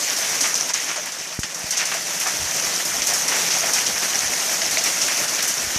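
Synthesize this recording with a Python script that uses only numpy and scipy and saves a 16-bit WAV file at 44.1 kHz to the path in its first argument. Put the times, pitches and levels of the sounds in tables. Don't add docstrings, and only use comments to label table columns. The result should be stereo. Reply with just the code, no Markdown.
import sys
import numpy as np
from scipy import signal
from scipy.fft import rfft, irfft
from scipy.io import wavfile
from scipy.ndimage import uniform_filter1d

SR = 44100
rng = np.random.default_rng(int(sys.argv[2]) if len(sys.argv) > 2 else 0)


def bounce(signal):
    frames = np.transpose(np.atleast_2d(signal))
    limited = np.clip(frames, -1, 1)
    pcm = np.round(limited * 32767).astype(np.int16)
    wavfile.write(sys.argv[1], SR, pcm)


N = 254898

# start_s, level_db, centre_hz, decay_s
SPRAYS = [(.165, -22.5, 6950, .04), (.408, -17.5, 7100, 0.063), (.438, -17, 1590, 0.045),
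          (0.553, -18.5, 6140, 0.019), (.691, -21, 5800, 0.024), (.694, -18.5, 1400, 0.027),
          (0.736, -21.5, 6300, 0.034), (0.741, -21, 2250, 0.077), (.802, -29.5, 7500, 0.043),
          (.879, -21.5, 1600, 0.086), (.961, -25, 5500, 0.023), (0.96, -20, 850, 0.035),
          (1.058, -28, 9500, 0.025), (1.058, -27, 1380, 0.038), (1.121, -27, 7000, 0.015),
          (1.185, -31, 5500, 0.046), (1.32, -20.5, 2200, 0.0083), (1.394, -26, 8500, 0.031),
          (1.4325, -24, 6000, 0.014), (1.4325, -19, 2100, 0.016), (1.545, -26.5, 8000, .02),
          (1.707, -19, 7600, 0.032), (1.718, -22, 2520, 0.079), (1.772, -19.5, 6060, 0.039),
          (1.792, -17, 1920, 0.042), (1.854, -20.5, 7160, 0.015), (1.913, -18.5, 1660, 0.032),
          (1.942, -23, 8500, 0.018), (2.2, -22, 9200, 0.068), (2.208, -20, 2000, 0.027),
          (2.253, -13.5, 1100, 0.038), (2.27, -23.5, 7500, .04), (2.852, -20.5, 11000, 0.044),
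          (3.019, -18, 4240, 0.016), (3.07, -17.5, 8800, 0.038), (3.095, -20.5, 1500, 0.048),
          (3.135, -21, 7900, 0.049), (3.28, -19, 6900, 0.022), (3.312, -16, 1460, 0.06),
          (3.505, -20, 4200, 0.085), (3.63, -17, 1100, 0.03), (3.734, -17, 7900, 0.042),
          (3.759, -16, 1680, 0.029), (3.864, -17.5, 4550, 0.028), (4.494, -21, 1400, 0.0084),
          (4.618, -18, 3400, 0.011), (4.71, -24, 9500, 0.035), (4.78, -19.5, 5000, 0.023),
          (4.838, -18.5, 8500, 0.025), (4.853, -18, 3000, 0.029), (5.015, -19, 5770, 0.071),
          (5.076, -16.5, 1600, 0.062), (5.17, -23, 8000, 0.033), (5.282, -22.5, 7000, 0.019),
          (5.383, -20, 2600, 0.069), (5.426, -18.5, 10500, 0.041), (5.478, -19, 10500, 0.039)]
HEAVY_HZ = 3200


def gain_of(db):
    return 10 ** (np.asarray(db) / 20)


def unit_rms(x):
    return x / np.sqrt(np.mean(x ** 2) + 1e-20)


def spectrum_at(points, hz):
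    f, value = np.transpose(points)
    return np.interp(np.log(hz + 1), np.log(f + 1), value)


def envelope(curve):
    return gain_of(np.interp(np.arange(N) / SR, *np.transpose(curve)))


def bell(centre_s, half_s):
    return np.exp(-((np.arange(N) / SR - centre_s) / half_s) ** 2)


def add(mix, start_s, sound):
    part = mix[:, max(round(start_s * SR), 0):][:, :sound.shape[1]]
    part += sound[:, :part.shape[1]]


def panned(sound, left_db):
    return unit_rms(gain_of([[left_db / 2], [-left_db / 2]])) * sound


def band(x, hz, kind, order=2):
    return signal.sosfilt(signal.butter(order, hz, kind, fs=SR, output="sos"), x)


def octave_band(x, hz, octaves):
    ratio = 2 ** (octaves / 2)
    return band(x, [hz / ratio, min(hz * ratio, .45 * SR)], "band")


def impulse_response(points, size=2048):
    log_gain = np.log(gain_of(spectrum_at(points, abs(np.fft.fftfreq(size, 1 / SR)))))
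    return np.fft.ifft(np.exp(np.conj(signal.hilbert(log_gain)))).real


def drift(hz):
    rolloff = 1 + (np.fft.rfftfreq(N, 1 / SR) / hz) ** 4
    return unit_rms(irfft(rfft(rng.standard_normal(N)) / rolloff, N))


def pellets(per_s, spread_db, lean_rad, port_gap_s=.00043):
    lands = rng.random(N) < per_s / SR
    size = np.minimum(rng.exponential(1, N), 4)
    bearing = lean_rad + .9 * rng.standard_normal(N)
    clicks = lands * gain_of(spread_db * size) * rng.choice([-1, 1], N)
    lag = np.round(port_gap_s * SR * np.sin(bearing)).astype(int)
    shadow = gain_of(rng.uniform(-4.5, 2.5, N))
    left = np.bincount((np.arange(N) + lag) % N, clicks * shadow, N)
    return np.array([unit_rms(left), unit_rms(clicks / shadow)])


def flurries(per_s, decay_s, spread_db):
    size = gain_of(spread_db * np.minimum(rng.exponential(1, N), 3))
    clumps = size * (rng.random(N) < per_s / SR)
    power = signal.lfilter([1], [1, -np.exp(-1 / (decay_s * SR))], clumps ** 2)
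    return unit_rms(np.sqrt(power))


def ping(hz, ring_s):
    t = np.arange(SR // 60) / SR
    return t / ring_s * np.exp(1 - t / ring_s) * np.sin(2 * np.pi * hz * t)


def hum(pitch_hz=169.2, waver_hz=2.5, gain_db=-3):
    # time_s, level_db
    swell = [(0, -64), (2.1, -47), (2.9, -48), (3.6, -43), (4.0, -52), (5.78, -81)]
    phase = 2 * np.pi * np.cumsum(pitch_hz + waver_hz * drift(hz=5.9)) / SR
    return gain_of(gain_db) * np.sin(phase) * envelope(swell)


def wind(breeze_db=-76, gust_db=7):
    # centre_s, level_db, half_length_s
    puffs = [(2.435, -37, 0.035), (2.68, -50, .03), (2.99, -46, .066), (3.948, -49, .025),
             (4.265, -44, 0.051), (4.684, -52, 0.073), (5.667, -41, 0.04)]
    breeze = gain_of(breeze_db + gust_db * np.clip(drift(hz=6), -2, 2))
    puffing = sum(gain_of(db) * bell(centre_s, half_s) for centre_s, db, half_s in puffs)
    rumble = unit_rms(band(rng.standard_normal((2, N)), [42, 120], "band", order=3))
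    return rumble * (breeze + puffing)


def distant_wash(gain_db=-1.5, patchy_db=2.0, frame=512):
    # frequency_hz, correlation
    coherence = [(60, 1), (140, 0.53), (300, 0.96), (650, 0.4), (1300, -.1), (3000, 0)]
    hz = np.fft.rfftfreq(frame, 1 / SR)
    hop = frame // 4
    a, b, c, d, patches = rng.standard_normal((N // hop + 5, len(hz), 5)).T
    patches = uniform_filter1d(patches, size=12, axis=0)
    patches = unit_rms(uniform_filter1d(patches, size=12, axis=1))
    shared = np.clip(spectrum_at(coherence, hz), -1, 1)[:, None]
    left = a + 1j * b
    right = shared * left + np.sqrt(1 - shared ** 2) * (c + 1j * d)
    spectra = np.array([left, right]) * gain_of(patchy_db * patches)
    _, hiss = signal.istft(spectra, nperseg=frame, noverlap=frame - hop)
    return gain_of(gain_db) * unit_rms(hiss[:, :N])


def patio(gain_db=-4):
    clicks = pellets(per_s=7000, spread_db=3, lean_rad=.6)
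    return gain_of(gain_db) * clicks * flurries(per_s=85, decay_s=.027, spread_db=0)


def splinters(gain_db=-7, low_hz=7200):
    crackle = band(pellets(per_s=1300, spread_db=1, lean_rad=.5), low_hz, "high")
    return gain_of(gain_db) * crackle * flurries(per_s=41, decay_s=.018, spread_db=3)


def knocks(gain_db=-1, stray_count=10, stray_db=-35, low_hz=544, high_hz=734, rise_s=.0019):
    # start_s, level_db, pitch_hz
    hits = [(.42, -29, 275), (.695, -26.5, 990), (.98, -23, 606), (1.948, -23.5, 676), (2.943, -25, 693),
            (3.119, -24.5, 717), (3.63, -20, 684), (4.479, -25.5, 643), (4.62, -25, 657), (4.773, -22, 646)]
    # pitch_ratio, level_db, t60_s
    modes = [(1, 2.5, 0.084), (1.12, -8.5, 0.15), (.87, -11, 0.069)]
    t, out = np.arange(SR // 4) / SR, np.zeros((2, N))
    strays = [(when * N / SR, stray_db, low_hz + where * (high_hz - low_hz))
              for when, where in rng.random((stray_count, 2))]
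    for start_s, db, hz in hits + strays:
        ring = sum(gain_of(mode_db - 60 * t / t60_s) * np.sin(2 * np.pi * hz * ratio * t)
                   for ratio, mode_db, t60_s in modes)
        ring *= 1 - np.exp(-t / rise_s)
        add(out, start_s, gain_of(db + gain_db) * panned(ring, left_db=3))
    return out


def port_thumps(band_hz=(38, 330)):
    # start_s, level_db, push_s, left_over_right_db
    hits = [(1.3898, -4.5, 0.0018, -41), (1.443, -13, 0.00056, 5), (1.6415, -17.5, 0.0016, -23),
            (5.7604, -12, 0.0018, 33)]
    t, out = np.arange(SR // 20) / SR, np.zeros((2, N))
    for start_s, db, push_s, left_db in hits:
        pulse = band((1 - t / push_s) * np.exp(-t / push_s), band_hz, "band")
        add(out, start_s, gain_of(db) * panned(pulse, left_db))
    return out


def port_pings(gain_db=-6, per_s=110, spread_db=6.5, right_db=-17):
    pitches_hz = np.linspace(5400, 6800, num=8)
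    shape = (len(pitches_hz), N)
    lands = rng.random(shape) < per_s / len(pitches_hz) / SR
    hits = lands * gain_of(spread_db * np.minimum(rng.exponential(1, shape), 3.5))
    ring = sum(signal.oaconvolve(train, ping(hz, ring_s=.00038))[:N]
               for train, hz in zip(hits, pitches_hz))
    return gain_of([[gain_db], [gain_db + right_db]]) * unit_rms(ring)


def spatters(gather_s=.0044, strike=.4, strike_s=.005):
    fine = pellets(per_s=16000, spread_db=2, lean_rad=.7)
    coarse = pellets(per_s=7000, spread_db=5, lean_rad=.66)
    out = np.zeros((2, N))
    for start_s, db, hz, decay_s in SPRAYS:
        first = round(start_s * SR)
        span = np.arange(first, min(first + SR // 2, N))
        age = (span - first) / SR
        if hz < HEAVY_HZ:
            spray = octave_band(coarse[:, span], hz, octaves=2.01) * (1 - np.exp(-age / gather_s))
        else:
            spray = octave_band(fine[:, span], hz, octaves=1.45) * (1 + strike * np.exp(-age / strike_s))
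        add(out, start_s, gain_of(db) * spray * np.exp(-age / decay_s))
    return out


def snaps(gain_db=-7, swell_s=.00055):
    # start_s, level_db, centre_hz, left_over_right_db
    fractures = [(0.609, -24, 10000, 5), (0.6898, -12, 5800, 10), (.7082, -19, 9000, -3),
                 (.7365, -19, 8000, 10), (1.0594, -20, 9500, 6), (1.348, -23, 8200, 12),
                 (1.3896, -20, 1200, -1), (1.3942, -27, 9500, 3), (1.433, -9, 2190, 9),
                 (1.5457, -26, 9000, 2), (1.5937, -18, 9500, 1), (1.7058, -17, 9500, 2),
                 (1.7722, -17, 7500, -2), (1.8538, -22, 10000, -4), (1.912, -19, 2000, 8),
                 (1.9438, -21, 9000, 6), (2.2, -13, 9000, -10), (2.5647, -13, 9500, -1),
                 (3.068, -19, 9000, -5), (3.2785, -15, 6000, 0), (3.4645, -14, 2500, 8),
                 (3.785, -7, 2100, 0), (3.867, -24, 4000, 4), (4.1337, -9, 2500, -3),
                 (4.495, -8.5, 1490, 11), (4.617, -9, 4200, -6), (4.7717, -5, 3380, -1),
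                 (4.8395, -13, 8500, 1), (5.4267, -14, 10500, 3), (5.4808, -15, 10500, 2)]
    t, out = np.arange(SR // 100) / SR, np.zeros((2, N))
    swell = t / swell_s * np.exp(1 - t / swell_s)
    for start_s, db, hz, left_db in fractures:
        crack = octave_band(rng.standard_normal((2, len(t))) * swell, hz, octaves=1.15)
        crack *= np.linalg.norm(swell) / np.linalg.norm(crack, axis=1, keepdims=True)
        add(out, start_s, gain_of(db + gain_db) * panned(crack, left_db))
    return out


def close_ticks(port_hz=6020, crack_db=-17, crack_s=.0007):
    # start_s, level_db,
    # pitch_hz
    hits = [(.5427, -0.5, 6000), (0.61, -2, 5970), (.624, -9, 6160), (0.7405, -1, 6250), (.8025, -11, 6200),
            (2.2542, -16, 6160), (2.3702, -8, 6300), (2.512, -7, 5850), (2.5985, -8, 6000),
            (2.9405, -13, 6100), (3.465, -7, 6000), (3.6073, -5, 6350), (3.801, -7, 5840),
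            (3.8178, -10, 6600), (4.156, -3, 5800), (4.191, -2, 6130), (4.3352, -12.5, 2100),
            (4.6175, -12, 2000), (4.652, -12, 6100), (4.772, -2.5, 2250)]
    out = np.zeros((2, N))
    for start_s, db, hz in hits:
        octaves_off = abs(np.log2(hz / port_hz))
        ring = panned(ping(hz, ring_s=.00058), left_db=17 - 6 * octaves_off) / np.sqrt(2)
        t = np.arange(ring.shape[1]) / SR
        burst = rng.standard_normal(ring.shape) * np.exp(-t / crack_s)
        crack = gain_of(crack_db) * band(burst, [1700, 9000], "band", order=1)
        add(out, start_s, gain_of(db) * (ring + crack))
    return out


def dips(lead_s=.006, slight_db=-1.8, deep_db=-11):
    ahead = sum(bell(start_s - lead_s, half_s=.014) for start_s, _, hz, _ in SPRAYS if hz >= HEAVY_HZ)
    return gain_of(slight_db * ahead + deep_db * bell(centre_s=.727, half_s=.011))


def treble_shelf(x, level, above_hz=8500, db_per_db=.34):
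    rolloff = 1 + (above_hz / (np.fft.rfftfreq(N, 1 / SR) + 1)) ** 6
    treble = irfft(rfft(x) / rolloff, N)
    return x + treble * ((level / np.median(level)) ** db_per_db - 1)


def coloured(ice):
    # frequency_hz, level_db
    impact_spectrum = [(40, -2), (80, -17.5), (130, -7.5), (250, -5), (420, -5), (650, 1), (900, -2.5),
                       (1500, -3), (3000, -0.5), (6000, -1.5), (9000, -1.76), (14000, -8.5)]
    # frequency_hz, gain_db
    port_response = [(150, 3.5), (300, 4), (700, 3.5), (1200, 6.5), (1850, 10.5), (2800, 5), (3900, 2),
                     (5000, 7.5), (5750, 14), (6250, 13.5), (7100, 7.5), (8300, 1), (14000, -1.5)]
    impact = impulse_response(impact_spectrum)
    left, right = signal.oaconvolve(ice, impact[None] / np.linalg.norm(impact), axes=1)[:, :N]
    left = signal.oaconvolve(left, impulse_response(port_response))[:N]
    return np.array([left, right])


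def scene(hiss_db=-2.5):
    # time_s, level_db
    hiss_curve = [(0.0, -22), (0.42, -22), (0.77, -26.5), (1.17, -29), (1.43, -31.5), (1.69, -27.5),
                  (1.87, -25.5), (2.75, -22.5), (3.49, -21), (3.93, -22), (5.09, -21.5), (5.78, -23.5)]
    hiss_level = envelope(hiss_curve)
    hiss_gain = hiss_level * gain_of(hiss_db) * dips()
    ice = (distant_wash() + patio() + splinters()) * hiss_gain + spatters()
    ice = coloured(treble_shelf(ice, hiss_level))
    patter = band(ice + knocks(), 90, "high", order=6)
    return patter + port_pings() * hiss_gain + close_ticks() + snaps() + port_thumps() + wind() + hum()


def record(dry, edge_hz=14650):
    rounded = dry / (1 + dry ** 8) ** (1 / 8)
    lowpass = signal.firwin(401, edge_hz, window=("kaiser", 8), fs=SR)
    return signal.oaconvolve(rounded, lowpass[None], "same")


dry = scene()
out = record(dry)
bounce(out)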